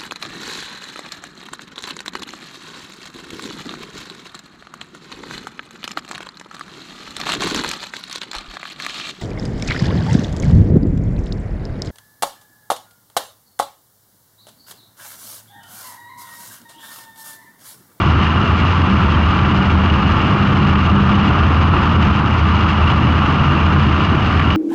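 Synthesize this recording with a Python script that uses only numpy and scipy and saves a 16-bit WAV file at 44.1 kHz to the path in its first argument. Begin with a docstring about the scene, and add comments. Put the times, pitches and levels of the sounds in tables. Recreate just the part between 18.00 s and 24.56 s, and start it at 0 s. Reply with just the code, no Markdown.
"""A loud engine drones and rasps over booming wind and rattling metal.
It is a V8 dirt-track racer holding about 6000 rpm, heard from a camera on the roll cage.
Uneven firings drone in the exhaust and rasp through the bodywork; the open cockpit booms in the wind,
loose panels chatter over the ruts, and the camera's limiter holds the loud bass down."""
import sys
import numpy as np
from scipy import signal
from scipy.fft import rfft, irfft
from scipy.io import wavfile
from scipy.ndimage import uniform_filter1d, minimum_filter1d

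SR = 44100
rng = np.random.default_rng(int(sys.argv[2]) if len(sys.argv) > 2 else 0)


def store_pcm(level_fs):
    """Save levels as 16-bit WAV."""
    pcm = np.round(np.clip(level_fs, -1, 1) * 32767).astype(np.int16)
    wavfile.write(sys.argv[1], SR, np.atleast_2d(pcm).T)


N = 289296
T = np.arange(N) / SR
FREQS = np.fft.rfftfreq(N, 1 / SR)

# overall tone of the metal panels: (frequency [Hz], level [dB])
PANEL_TONE = [(900, -11), (1800, -1), (2550, -1.5), (3050, -1), (3500, -9), (3900, -10.5), (4900, -16),
              (5600, -23.5), (6400, -24.5), (6700, -30), (7400, -30.5), (8100, -41), (8700, -50),
              (14000, -64)]
# pitches at which the panels ring: (frequency [Hz], width [Hz], strength over the overall tone [dB])
PANEL_RINGS = [(1795, 40, 4), (1950, 40, 0), (2360, 100, 3), (2705, 50, 7.5), (2835, 70, 8.5),
               (3290, 70, 2), (5070, 100, 4), (6230, 190, 2)]
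# brief dips and surges of the rattling: (time [s], level change [dB])
RATTLE_SWINGS = [(.22, 2.5), (.66, 4.5), (1.81, -4), (2.935, -8), (3.28, 4.5), (3.77, 1.5), (4.03, 3),
                 (4.225, -12), (4.46, -0.5), (4.88, 3), (5.46, 3), (6.03, 3)]


def undb(db):
    """Turn decibels into a number to multiply by."""
    return 10 ** (np.asarray(db) / 20)


def unit(x):
    """Scale a signal to an average (rms) strength of 1."""
    return x / np.sqrt(np.mean(x ** 2))


def curves(table):
    """Join the points of a timed table with straight lines, one curve per value column."""
    times, *columns = np.transpose(table)
    return [np.interp(T, times, column) for column in columns]


def wobble(rate_hz):
    """A smooth random curve of size about 1, changing roughly rate_hz times a second."""
    return unit(irfft(rfft(rng.standard_normal(N)) * np.exp(-(FREQS / rate_hz) ** 2), N))


def bumps(table, half_width_s=0.022):
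    """Short bell-shaped changes of level, in dB."""
    return sum(db * np.exp(-((T - s) / half_width_s) ** 2) for s, db in table)


def body(x, tone, rings):
    """Pass a sound through an object that colours its tone and rings at a few pitches."""
    hz, db = np.transpose(tone)
    gain = undb(np.interp(np.log(FREQS + 1), np.log(hz), db))
    peaks = sum(undb(level) ** 2 / (1 + (2 * (FREQS - pitch) / width) ** 2)
                for pitch, width, level in rings)
    cepstrum = irfft(np.log(gain * np.sqrt(1 + peaks)), N)
    # these two steps make the ringing follow each hit, never come before it
    cepstrum[1:N // 2] *= 2
    cepstrum[N // 2 + 1:] = 0
    return irfft(rfft(x) * np.exp(rfft(cepstrum)), N)


def clinks(per_s=24, uneven=.3, ring_hz=2880, spread_hz=70, decay_s=0.0086, attack_s=0.0013):
    """A small metal part jiggles: short rings in a loose rhythm, each at a slightly different pitch."""
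    out = np.zeros(N + SR)
    age = T[:SR // 16]
    fade = np.exp(-age / decay_s) * (1 - np.exp(-age / attack_s))
    gaps, pitches, sizes = rng.standard_normal((N // 200, 3)).T
    times = np.cumsum(np.exp(uneven * gaps)) / per_s
    for s, pitch, size in zip(times[times < T[-1]], pitches, sizes):
        start = int(s * SR)
        ring = np.sin(2 * np.pi * (ring_hz + spread_hz * pitch) * age)
        out[start:start + len(age)] += undb(2 * size) * fade * ring
    return unit(out[:N]) * undb(-38.5 + bumps(RATTLE_SWINGS))


def chatter(taps_per_s=2500, spread_db=4, bounce_db=2.0, hiss=0.74, sway_db=0.3, level_db=-30):
    """Loose panels and flung dirt make dense taps, bunched together by the bouncing car."""
    taps = (rng.random(N) < taps_per_s / SR) * rng.choice([-1, 1], N)
    taps = taps * undb(spread_db * rng.standard_normal(N))
    force = (unit(taps) + hiss * rng.standard_normal(N)) * undb(bounce_db * wobble(55))
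    rattle = unit(body(force, PANEL_TONE, PANEL_RINGS))
    return rattle * undb(level_db + sway_db * wobble(6) + bumps(RATTLE_SWINGS))


def knocks(decay_s=0.0056, attack_s=0.00037, cutoff_hz=2900, gain_db=-1):
    """Ruts press a loose panel against the cage: each contact is a short, buzzing knock."""
    # hard knocks of the panel: (time [s], relative level [dB])
    hits = [(0.266, -16), (0.62, -17), (1.389, -15.5), (1.447, -18), (1.644, -21.5), (1.697, -20),
            (2.199, -17), (2.756, -17), (3.217, -19), (3.463, -17.5), (3.764, -18.5), (4.029, -20.5),
            (5.576, -17.5), (5.928, -17), (6.395, -13.5), (6.413, -13), (6.503, -14)]
    contact = np.zeros(N)
    for s, db in hits:
        start = int(s * SR)
        age = T[:N - start]
        contact[start:] += undb(db) * np.exp(-age / decay_s) * (1 - np.exp(-age / attack_s))
    grit = signal.sosfilt(signal.butter(4, cutoff_hz, fs=SR, output="sos"), rng.standard_normal(N))
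    steady_strength = np.std(body(grit, PANEL_TONE, PANEL_RINGS))
    return body(grit * contact, PANEL_TONE, PANEL_RINGS) / steady_strength * undb(gain_db)


def wind(gust_db=0.88, gust_hz=12):
    """Swirling air and tyre rumble shake the cage in quick gusts."""
    # strength of the wind: (time [s], level [dB])
    loudness = [(0, -17), (.9, -18), (2.0, -17), (2.35, -15.5), (4.05, -15.5), (4.5, -17.5), (5.3, -16),
                (6.56, -16.5)]
    # overall tone of the wind: (frequency [Hz], level [dB])
    tone = [(15, -25.5), (30, -17), (48, -6.5), (58, -10), (75, 0), (125, 1), (170, -1.5), (215, -2.5),
            (255, -7), (315, -7), (430, -16.5), (650, -25.5), (1500, -65.5), (14000, -95)]
    # ringing of the cockpit air: (frequency [Hz], width [Hz], strength over the overall tone [dB])
    cockpit_rings = [(96.1, 5, 2), (144.7, 12, 2.5)]
    level_db, = curves(loudness)
    rumble = unit(body(rng.standard_normal(N), tone, cockpit_rings))
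    return rumble * undb(level_db + gust_db * wobble(gust_hz))


def cockpit_boom(waver_rad=0.49, drift=0.01603, flutter_db=2):
    """Air streaming past the open cockpit makes it throb unsteadily, like a blown bottle."""
    # the throbbing air: (time [s], pitch [Hz], level [dB])
    throb_path = [(0, 77, -15), (.25, 79.9, -16.5), (.42, 87.4, -19), (.58, 83.44, -16), (.8, 89.2, -15.5),
                  (.97, 79.1, -22.5), (1.13, 80.6, -16), (1.62, 78.8, -19), (1.83, 80.7, -15),
                  (2.1, 78.25, -17), (2.25, 84.8, -26), (2.55, 82.7, -25.5), (2.75, 80.8, -15),
                  (3.1, 83, -21), (3.6, 82, -16), (4.6, 80.8, -17.5), (5.25, 81, -18), (6.56, 82.15, -17)]
    # moments when the throb drops away: (time [s], level change [dB])
    dips = [(.88, -17), (1.5, -8), (2.0, -14), (3.17, -16), (4.24, -12)]
    hz, level_db = curves(throb_path)
    drifting_hz = hz * (1 + drift * wobble(5.26))
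    phase = 2 * np.pi * np.cumsum(drifting_hz) / SR + waver_rad * wobble(25)
    throb = unit(np.sin(phase) * undb(flutter_db * wobble(16)))
    return throb * undb(level_db + bumps(dips, half_width_s=0.017))


def engine_rasp(turns, scatter_db=1.5, puff_decay=0.45, steady_flow=0.9, surge_db=0.36):
    """The engine fires four times a turn; each firing is a puff of gas that rings the engine bay."""
    # strength of the rasp: (time [s], level [dB])
    loudness = [(0, -21), (.4, -21), (1.8, -20.5), (2.2, -20.5), (3.2, -20.2), (3.9, -19), (4.45, -21.5),
                (5.1, -20), (6.56, -21.5)]
    # the eight cylinders in firing order: (relative level [dB])
    cylinders_db = [-5, -8, 4.5, -4.5, 0.5, -5.5, -4.5, 1]
    # overall tone of the engine bay: (frequency [Hz], level [dB])
    tone = [(200, -11.5), (500, -12), (700, -7), (920, -3.5), (1170, -2.5), (1380, -4.5), (1550, -8),
            (2000, -16), (2800, -15.5), (3600, -26), (5500, -38.5), (8000, -55), (14000, -90)]
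    # ringing of the engine bay: (frequency [Hz], width [Hz], strength over the overall tone [dB])
    bay_rings = [(1020, 30, 0), (1162, 32, 5), (1226, 28, 4.5), (1335, 36, 3.5), (1420, 30, 1)]
    level_db, = curves(loudness)
    firing = (4 * turns).astype(int)
    age = 4 * turns - firing  # runs from 0 to 1 between firings
    size_db = np.array(cylinders_db)[firing % len(cylinders_db)]
    size_db = size_db + scatter_db * rng.standard_normal(N)[firing]
    puffs = undb(size_db) * np.exp(-age / puff_decay)
    gas = (steady_flow + puffs) * rng.standard_normal(N)
    return unit(body(gas, tone, bay_rings)) * undb(level_db + surge_db * wobble(8.7))


def exhaust_drone(turns, rough_below_db=-19, growl_rad_per_db=0.09, flutter_db=2.5, gain_db=-2):
    """Each row of cylinders fires twice a turn; the note is cleaner when strong and growls when weak."""
    # strength of the drone: (time [s], relative level [dB])
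    loudness = [(0, -28), (.8, -29), (.9, -10.5), (1.0, -28), (1.35, -26), (1.52, -17.5), (2.03, -16.5),
                (2.19, -32), (2.32, -16.5), (2.76, -17), (2.85, -25), (2.93, -14.5), (3.19, -17),
                (3.33, -25), (4.4, -23), (6.56, -27.5)]
    # pure tones in the drone: (pitch [times the engine speed], relative level [dB], phase waver [rad])
    tones = [(.5, -21, 0.67), (1, -17, 0.34), (1.5, -5.5, 0.65), (2, 3.5, 0.59), (2.5, -19.5, 1),
             (3, -18, .7), (4, -18, 0.32)]
    level_db, = curves(loudness)
    growl = growl_rad_per_db * np.maximum(rough_below_db - level_db, 0)
    note = sum(undb(db) * np.sin(2 * np.pi * multiple * turns + (waver + growl) * wobble(14.2))
               for multiple, db, waver in tones)
    return unit(note) * undb(level_db + gain_db + flutter_db * wobble(19))


def scene():
    """Add engine, air and rattling metal into one channel."""
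    # how fast the engine spins: (time [s], speed [turns per second])
    engine_speed = [(0, 96), (1.4, 96), (2.5, 98.8), (3.1, 100), (3.6, 104), (4.2, 100.5), (4.7, 102),
                    (5.1, 99.8), (6.56, 98.5)]
    turns_per_s, = curves(engine_speed)
    turns = np.cumsum(turns_per_s) / SR
    engine = exhaust_drone(turns) + engine_rasp(turns)
    return (engine + cockpit_boom() + wind() + chatter() + knocks() + clinks())[None]


def record(dry, ceiling=0.62, hold_s=0.0073, drive_db=1.25, cutoff_hz=14000):
    """A limiter turns everything down around loud peaks; a steep low-pass filter cuts the top treble."""
    x = dry * undb(drive_db)
    hold = int(hold_s * SR)
    needed_gain = ceiling / np.maximum(np.abs(x), ceiling)
    smooth_gain = uniform_filter1d(minimum_filter1d(needed_gain, hold), hold)
    return signal.sosfilt(signal.ellip(8, .2, 70, cutoff_hz, fs=SR, output="sos"), x * smooth_gain)


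dry = scene()
out = record(dry)
store_pcm(out)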